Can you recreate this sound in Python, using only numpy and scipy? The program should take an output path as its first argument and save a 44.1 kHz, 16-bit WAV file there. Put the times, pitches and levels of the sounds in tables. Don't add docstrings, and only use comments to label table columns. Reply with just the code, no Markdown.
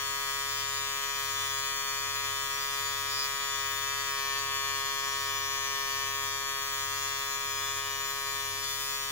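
import sys
import numpy as np
from scipy import signal
from scipy.fft import rfft, irfft
from scipy.io import wavfile
from scipy.ndimage import uniform_filter1d, map_coordinates

SR = 44100
rng = np.random.default_rng(int(sys.argv[2]) if len(sys.argv) > 2 else 0)


def generate_wav(signal):
    frames = np.transpose(np.atleast_2d(signal))
    scaled = np.clip(frames, -1, 1) * 32767
    pcm = np.round(scaled).astype(np.int16)
    wavfile.write(sys.argv[1], SR, pcm)


N = 401751
TIME = np.arange(N) / SR


def undb(db):
    return 10 ** (np.asarray(db) / 20)


def read(table, at):
    x, *columns = np.transpose(table)
    return [np.interp(at, x, c) for c in columns]


def noise(spectrum, likeness):
    hz, db = np.transpose(spectrum)
    bin_hz = np.arange(N // 2 + 1) * SR / N
    gain = undb(np.interp(np.log(bin_hz + 1), np.log(hz), db))
    white = rng.standard_normal((3, N))
    stereo = np.sqrt(likeness) * white[2] + np.sqrt(1 - likeness) * white[:2]
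    x = irfft(rfft(stereo) * gain, N)
    return x / x.std()


def wander(shape, size):
    x = rng.standard_normal(shape)
    for _ in range(2):
        x = uniform_filter1d(x, size, axis=0)
    return x / x.std()


# time_s, grip
GRIP = [(0, 0.5), (3.52, 0.5), (3.72, 0.72), (3.9, 0.5), (4.08, 0.5), (4.22, 1.73), (4.34, 2.1),
        (4.45, 1.43), (5.3, 1.43), (5.42, 2), (6.1, 2), (6.2, 1.5), (6.6, 0.94), (6.7, 0.5), (7.85, 1),
        (7.95, 2), (8.08, 0.8), (8.3, 1.3), (8.4, 1.5), (8.58, 2), (8.65, 0.03), (9.11, 0.36)]

def grip_at(times):
    return read(GRIP, times)[0]


def firmness(times):
    return np.clip(grip_at(times), 0, 1)


FREE_HZ = 138.95

def motor_speed(slip_hz, grip_sag_hz=.5, battery_sag_hz_per_s=.04):
    unsteady_hz = .05 * wander(N, size=5000) + .085 * wander(N, size=700)
    return FREE_HZ - grip_sag_hz * grip_at(TIME) - battery_sag_hz_per_s * TIME + slip_hz + unsteady_hz


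# place_turns, level_db, centre_hz, half_width_octaves
KNOCKS = [(0.077, 1.5, 2020, 0.71), (0.198, -0.5, 2810, 0.45), (0.119, -1.5, 7440, 1.4),
          (0.359, 5, 953, 0.75), (.47, -4, 4970, 3.3), (0.663, -1.5, 8800, 1.16), (0.876, 3.5, 4190, 0.393)]

def blade_knocks(orders, hz, firm, extra_hz, jitter_turns=.00026, bend_turns=.03005):
    turns, count = len(firm), len(orders)
    shake = 6 / (1 + (hz / 720) ** 10)
    total = shake * np.exp(2j * np.pi * rng.random(count))
    for place, db, centre_hz, octaves in KNOCKS:
        by_grip, by_speed = rng.choice([-1, 1], size=2)
        when = place + .0091 * by_grip * firm + .0064 * by_speed * extra_hz
        when += .00017 * wander(turns, size=20) + jitter_turns * rng.standard_normal(turns)
        band = undb(db) / (1 + (np.log2(hz / centre_hz) / octaves) ** 6)
        modes = rng.standard_normal(count) + 1j * rng.standard_normal(count)
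        smear = 1 + .93 * modes / (1 + (3000 / hz) ** 6)
        early = bend_turns * (np.log(hz / centre_hz) - 1)
        total = total - band * smear * np.exp(-2j * np.pi * orders * (when[:, None] - early))
    clack = .7 * firm[:, None] / (1 + np.log2(hz / 2800) ** 4)
    return total - clack * np.exp(-2j * np.pi * orders * .1)


# time_s, level_db
CASE_SWELL = [(0.0, -38), (0.23, -36.5), (0.61, -38), (1.01, -37.5), (3.2, -37), (4.23, -36.5),
              (8.4, -38.5), (8.55, -41), (9.11, -40)]

def case_drone(times, hz, slip_hz, slip_db_per_hz=-.5):
    swell_db, = read(CASE_SWELL, times)
    knocked_share = 1 / (1 + (700 / hz) ** 4)
    return -1 + knocked_share * (.4 + swell_db - swell_db.mean() + slip_db_per_hz * slip_hz)


# pitch_hz, change_db
RATTLE_COLOUR = [(3200, 0.5), (3800, 0.5), (4450, 0), (5000, 1), (5700, -1), (7000, -0.34), (8500, 1.5),
                 (12000, 1), (15500, 1)]

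def head_rattle(hz, firm, slip_hz, grip_db=-.82, rasp_hz=4900, rasp_width_hz=790):
    rasp_band = np.exp(-((hz - rasp_hz) / rasp_width_hz) ** 2)
    slip_db_per_hz = 4.5 * rasp_band - .8
    return read(RATTLE_COLOUR, hz)[0] + .47 + grip_db * firm + slip_db_per_hz * slip_hz


# start_s, end_s, centre_hz, half_width_hz, change_db
RESONANCES = [(0.122, 0.47, 6900, 149, -3), (0.472, 0.78, 5540, 200, 0), (1.278, 1.56, 6700, 110, 7),
              (1.56, 1.92, 4430, 102, 2.5), (1.56, 2.1, 6800, 120, 6), (3.068, 3.27, 4970, 602, 3.5),
              (3.19, 3.27, 4950, 300, 5), (3.298, 3.9, 6740, 150, 6), (3.618, 4.2, 1870, 200, 2),
              (4.17, 5, 4370, 140, 5), (4.12, 6.2, 1105, 70, 2), (4.302, 5.8, 2860, 200, 1),
              (4.88, 6.1, 5660, 164, 4), (5.3, 5.9, 3320, 120, -2), (6.152, 7.8, 2980, 129.4, -5),
              (6.398, 8.5, 4820, 130.3, -6), (6.618, 7.88, 6440, 302.3, 3.5), (7.898, 9.4, 3230, 350, -2.5),
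              (8.638, 8.9, 5030, 79.3, 11.5), (0, 3.6, 10400, 300, 0), (8.639, 8.9, 5600, 91.5, 3),
              (8.639, 9.2, 4100, 200, -1)]

def resonances(times, hz, fade_s=.01):
    change_db = 0
    for start, end, centre, width, db in RESONANCES:
        fade = np.clip(np.minimum(times - start, end - times) / fade_s + .5, 0, 1)
        change_db += db * fade * np.exp(-((hz - centre) / width) ** 2)
    return change_db


def blade_chatter(times, hz, spread_db=1.4, usual_hold_s=.12, centre_hz=4400):
    seat = np.cumsum(rng.random(len(times)) < 1 / (usual_hold_s * FREE_HZ))
    seat_levels = rng.standard_normal((len(times), len(hz)))
    jumps = uniform_filter1d(seat_levels[seat], size=4, axis=0)
    return spread_db * jumps / (1 + np.log2(hz / centre_hz) ** 6)


# harmonic_number, light_grip_db, firm_grip_db, left_minus_right_db
CASE_TONES = [(1, -62.5, -63.5, -2), (2, -67.5, -67.0, 1), (3, -52.5, -50.5, 2), (4, -58.0, -57.5, 5),
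              (5, -59.0, -58.0, 1), (6, -61.0, -62.0, 1), (7, -47.5, -47.0, -1), (8, -46.5, -42.5, -3),
              (9, -43.0, -43.0, 0), (10, -48.5, -52.5, 4), (11, -52.0, -50.5, 2), (12, -46.5, -47.0, 2),
              (13, -45.5, -43.0, 10), (14, -45.0, -48.5, 10), (15, -49.0, -52.0, 5), (16, -61.5, -60.0, 3),
              (17, -48.5, -47.0, 7), (18, -45.0, -47.5, -4), (19, -47.5, -48.5, 2), (20, -50.5, -51.0, 1),
              (21, -55.5, -52.5, 2), (22, -49.0, -50.0, 4), (23, -50.5, -55.0, 0), (24, -50.5, -49.5, 5),
              (25, -42.5, -46.0, 6), (26, -48.0, -49.0, 2), (27, -52.0, -53.0, 0), (28, -57.5, -56.0, 3),
              (29, -50.0, -52.5, 4), (30, -51.5, -57.5, 1)]
# pitch_hz, light_grip_db, firm_grip_db, left_minus_right_db
HEAD_TONES = [(4290, -56.0, -55.0, 3), (4430, -50.0, -50.0, 4), (4570, -53.0, -51.5, -1),
              (4710, -55.5, -55.5, -3), (4850, -50.5, -55.5, 1), (4990, -58.0, -56.0, 2),
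              (5120, -56.0, -51.0, 1), (5260, -52.0, -56.0, -1), (5400, -51.0, -51.5, 3),
              (5540, -50.5, -55.0, 4), (5680, -49.5, -49.0, 4), (5820, -57.5, -56.5, 3),
              (5960, -54.0, -53.0, 4), (6090, -54.5, -55.0, 5), (6230, -60.0, -58.5, 6),
              (6370, -50.5, -53.0, 10), (6510, -54.5, -55.0, 4), (6650, -53.0, -53.5, 9),
              (6790, -49.5, -49.5, 9), (6920, -45.5, -45.5, 5), (7060, -52.0, -47.0, 11),
              (7200, -56.5, -56.5, 10), (7340, -62.0, -56.0, 10), (7480, -61.5, -58.0, 12),
              (7760, -58.0, -58.5, 17), (8170, -61.5, -65.5, 14), (8590, -61.0, -60.5, 12),
              (9140, -59.0, -64.0, -2), (9700, -60.5, -60.5, 5), (10390, -65.0, -66.5, -2),
              (10940, -58.5, -64.5, -7), (11500, -63.5, -64.0, -2), (12050, -62.5, -65.0, 3),
              (12600, -59.0, -63.0, 2), (13160, -63.0, -60.0, 5), (13570, -58.5, -60.0, 6),
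              (14130, -63.5, -64.0, 2), (14680, -60.5, -61.0, 5), (15100, -59.0, -60.0, 8),
              (15510, -54.5, -56.5, 8), (15790, -64.0, -60.0, 8)]
# pitch_hz, change_db_per_grip
SQUEEZE_COLOUR = [(1000, 0.5), (1250, -1.5), (1660, -2), (1800, 2.5), (1940, 0), (2400, 1), (4430, 0.5),
                  (5100, 0), (5700, 0), (6600, 3), (7000, -2.5), (9000, 0)]

def case_and_head(times, orders, hz, slip_hz, split_hz=2600, neutral_grip=1.06):
    times = times[:, None]
    firm = firmness(times)
    slip_hz = np.interp(times, TIME, slip_hz)
    uneven_db = 2.5 * rng.standard_normal((3, len(orders))) / (1 + (7600 / hz) ** 20)
    head = np.array(read(HEAD_TONES, hz)) + uneven_db
    light_db, firm_db, pan_db = np.where(orders <= len(CASE_TONES), read(CASE_TONES, orders), head)
    squeeze_db = read(SQUEEZE_COLOUR, hz)[0] * (grip_at(times) - neutral_grip)
    held_db = light_db + (firm_db - light_db + squeeze_db) * firm
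    metal_share = 1 / (1 + (split_hz / hz) ** 6)
    drone_db = (1 - metal_share) * case_drone(times, hz, slip_hz)
    rattle_db = metal_share * head_rattle(hz, firm, slip_hz)
    return held_db + drone_db + rattle_db + resonances(times, hz), pan_db


# pitch_hz, lead_radians
LEFT_LEAD = [(140, -.5), (280, 0), (415, -.7), (555, .8), (830, -.2), (1110, .55), (1245, .45), (1385, 1.4),
             (1660, 1.1), (1800, 1.9), (1940, -.85), (2080, 1), (2355, .85), (2490, 2.7), (2770, 2.7),
             (2910, 1.2), (3185, .6), (3325, -.55), (3460, 2.1), (3600, 2.2), (3740, 4.5), (4020, 4.1),
             (4290, 2), (4430, 4.1), (4570, 1.9), (4850, 4.2), (5260, 4), (5680, 4), (6090, -.3),
             (6370, 1.3), (6650, -2), (6790, -2), (6925, 2.3), (7060, 1.2), (7340, 2.9), (16000, 1.8)]

def paths_to_phone(hz, pan_db, shape):
    scatter = 1.49 * rng.standard_normal(len(hz)) / (1 + (8000 / hz) ** 20)
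    sway = wander(shape, size=36) / (1 + (3000 / hz) ** 2)
    lead = read(LEFT_LEAD, hz)[0] + scatter + sway
    average = lead.mean(axis=0)
    lead += np.angle(np.exp(1j * average)) - average
    left_share = 1 / (1 + undb(2 * pan_db))
    left = undb(pan_db / 2) * np.exp(1j * lead * left_share)
    right = undb(-pan_db / 2) * np.exp(1j * lead * (left_share - 1))
    same_power = np.sqrt(2 / (undb(pan_db) + undb(-pan_db)))
    return left * same_power, right * same_power


def shaver_buzz(turn, speed, slip_hz, flutter_db=2.5, tremble_db=.3, samples_per_turn=2048):
    orders = np.arange(1, 115)
    hz = orders * speed.mean()
    times = np.interp(np.arange(int(turn[-1]) + 2), turn, TIME)
    extra_hz = np.interp(times, TIME, speed - speed.mean())
    knocks = blade_knocks(orders, hz, firmness(times), extra_hz)
    loose = 1 / (1 + (5500 / hz) ** 2)
    usual_strength = np.sqrt(uniform_filter1d(np.abs(knocks) ** 2, size=55, axis=0))
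    swell = (np.abs(knocks) / usual_strength) ** loose
    db, pan_db = case_and_head(times, orders, hz, slip_hz)
    db += blade_chatter(times, hz)
    db += np.sqrt(loose) * flutter_db * wander(db.shape, size=3)
    db += tremble_db * wander((len(times), 1), size=3)
    harmonics = undb(db) * swell * np.exp(1j * np.angle(knocks))
    position = [turn, turn % 1 * samples_per_turn]
    sides = []
    for path in paths_to_phone(hz, pan_db, db.shape):
        spectrum = np.pad(harmonics * path, ((0, 0), (1, 0)))
        waves = irfft(spectrum, samples_per_turn) * samples_per_turn / np.sqrt(2)
        sides.append(map_coordinates(waves, position, order=1, mode="grid-wrap"))
    return np.array(sides)


# pitch_hz, level_db
FOIL_COLOUR = [(350, -5), (760, -9), (1180, 1), (1870, 1.5), (2290, -4), (2650, -1), (3000, -3), (3520, 1),
               (3950, -6), (4550, -2), (5050, -5), (5750, 0), (6440, -2), (6990, 1), (7500, -8),
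               (9000, -13), (10400, -12), (12530, -7), (14100, -7), (15440, -1)]

def foil_hiss(turn, scratch_db, base_db=-50.5, grip_db=2.5):
    hiss_db = base_db + grip_db * firmness(TIME) + .5 * wander(N, size=7000) + scratch_db
    strokes = 1 + .35 * np.cos(4 * np.pi * (turn - .17)) + .05 * np.cos(2 * np.pi * (turn - .2))
    side_db = np.array([[1.2], [-1.2]])
    return undb(hiss_db + side_db) * strokes * noise(FOIL_COLOUR, likeness=.3)


# pitch_hz, level_db
FAN_TONES = [(21.65, -59.5), (43.3, -69), (64.95, -69), (86.6, -73.5), (127.8, -76)]
# pitch_hz, level_db
FAN_HUM = [(100.0, -58.5), (98.73, -63)]
# pitch_hz, level_db
AIR_COLOUR = [(20, -18), (36, -4), (50, -15), (90, 0), (125, -1), (165, -18), (200, -12), (300, -11),
              (500, -17), (1000, -36), (8000, -25)]

def ceiling_fan(hum_trim_db=-.5, throb_peak_s=3.8, air_db=-62):
    blades = sum(undb(db) * np.sin(2 * np.pi * (hz * TIME + rng.random())) for hz, db in FAN_TONES)
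    from_peak_s = TIME - throb_peak_s
    hum = sum(undb(db + hum_trim_db) * np.cos(2 * np.pi * hz * from_peak_s) for hz, db in FAN_HUM)
    return np.sqrt(2) * (blades + hum) + undb(air_db) * noise(AIR_COLOUR, likeness=.75)


# middle_s, half_length_s, added_speed_hz, added_hiss_db
BLADE_SLIPS = [(0.57, 0.088, 0.72, 0), (0.775, 0.039, 0.46, 2), (1.136, 0.14, 0.2, 2),
               (1.995, 0.026, 0.42, 4), (2.14, 0.12, 0.39, 3), (2.625, 0.075, 0.64, 4),
               (2.89, 0.099, 0.49, 0), (3.174, 0.1, 1, 3), (3.427, 0.08, 0.4, 5), (3.991, 0.091, .38, 3),
               (4.403, 0.0302, 0.81, 4), (5.212, 0.043, 0.61, 3), (6.687, 0.037, 0.52, 5),
               (7.084, 0.024, 0.48, 3), (8.657, 0.027, 0.3, 3), (8.94, 0.034, 0.37, 3)]

def blade_slips():
    middle_s, half_length_s, speed_hz, hiss_db = np.transpose(BLADE_SLIPS)
    bells = np.exp(-((TIME[:, None] - middle_s) / half_length_s) ** 2)
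    return bells @ speed_hz, bells @ hiss_db


def scene():
    slip_hz, scratch_db = blade_slips()
    speed = motor_speed(slip_hz)
    turn = np.cumsum(speed) / SR
    return shaver_buzz(turn, speed, slip_hz) + foil_hiss(turn, scratch_db) + ceiling_fan()


def record(dry):
    top_hz = 15720
    return signal.sosfilt(signal.ellip(12, .1, 80, top_hz, fs=SR, output="sos"), dry)


dry = scene()
out = record(dry)
generate_wav(out)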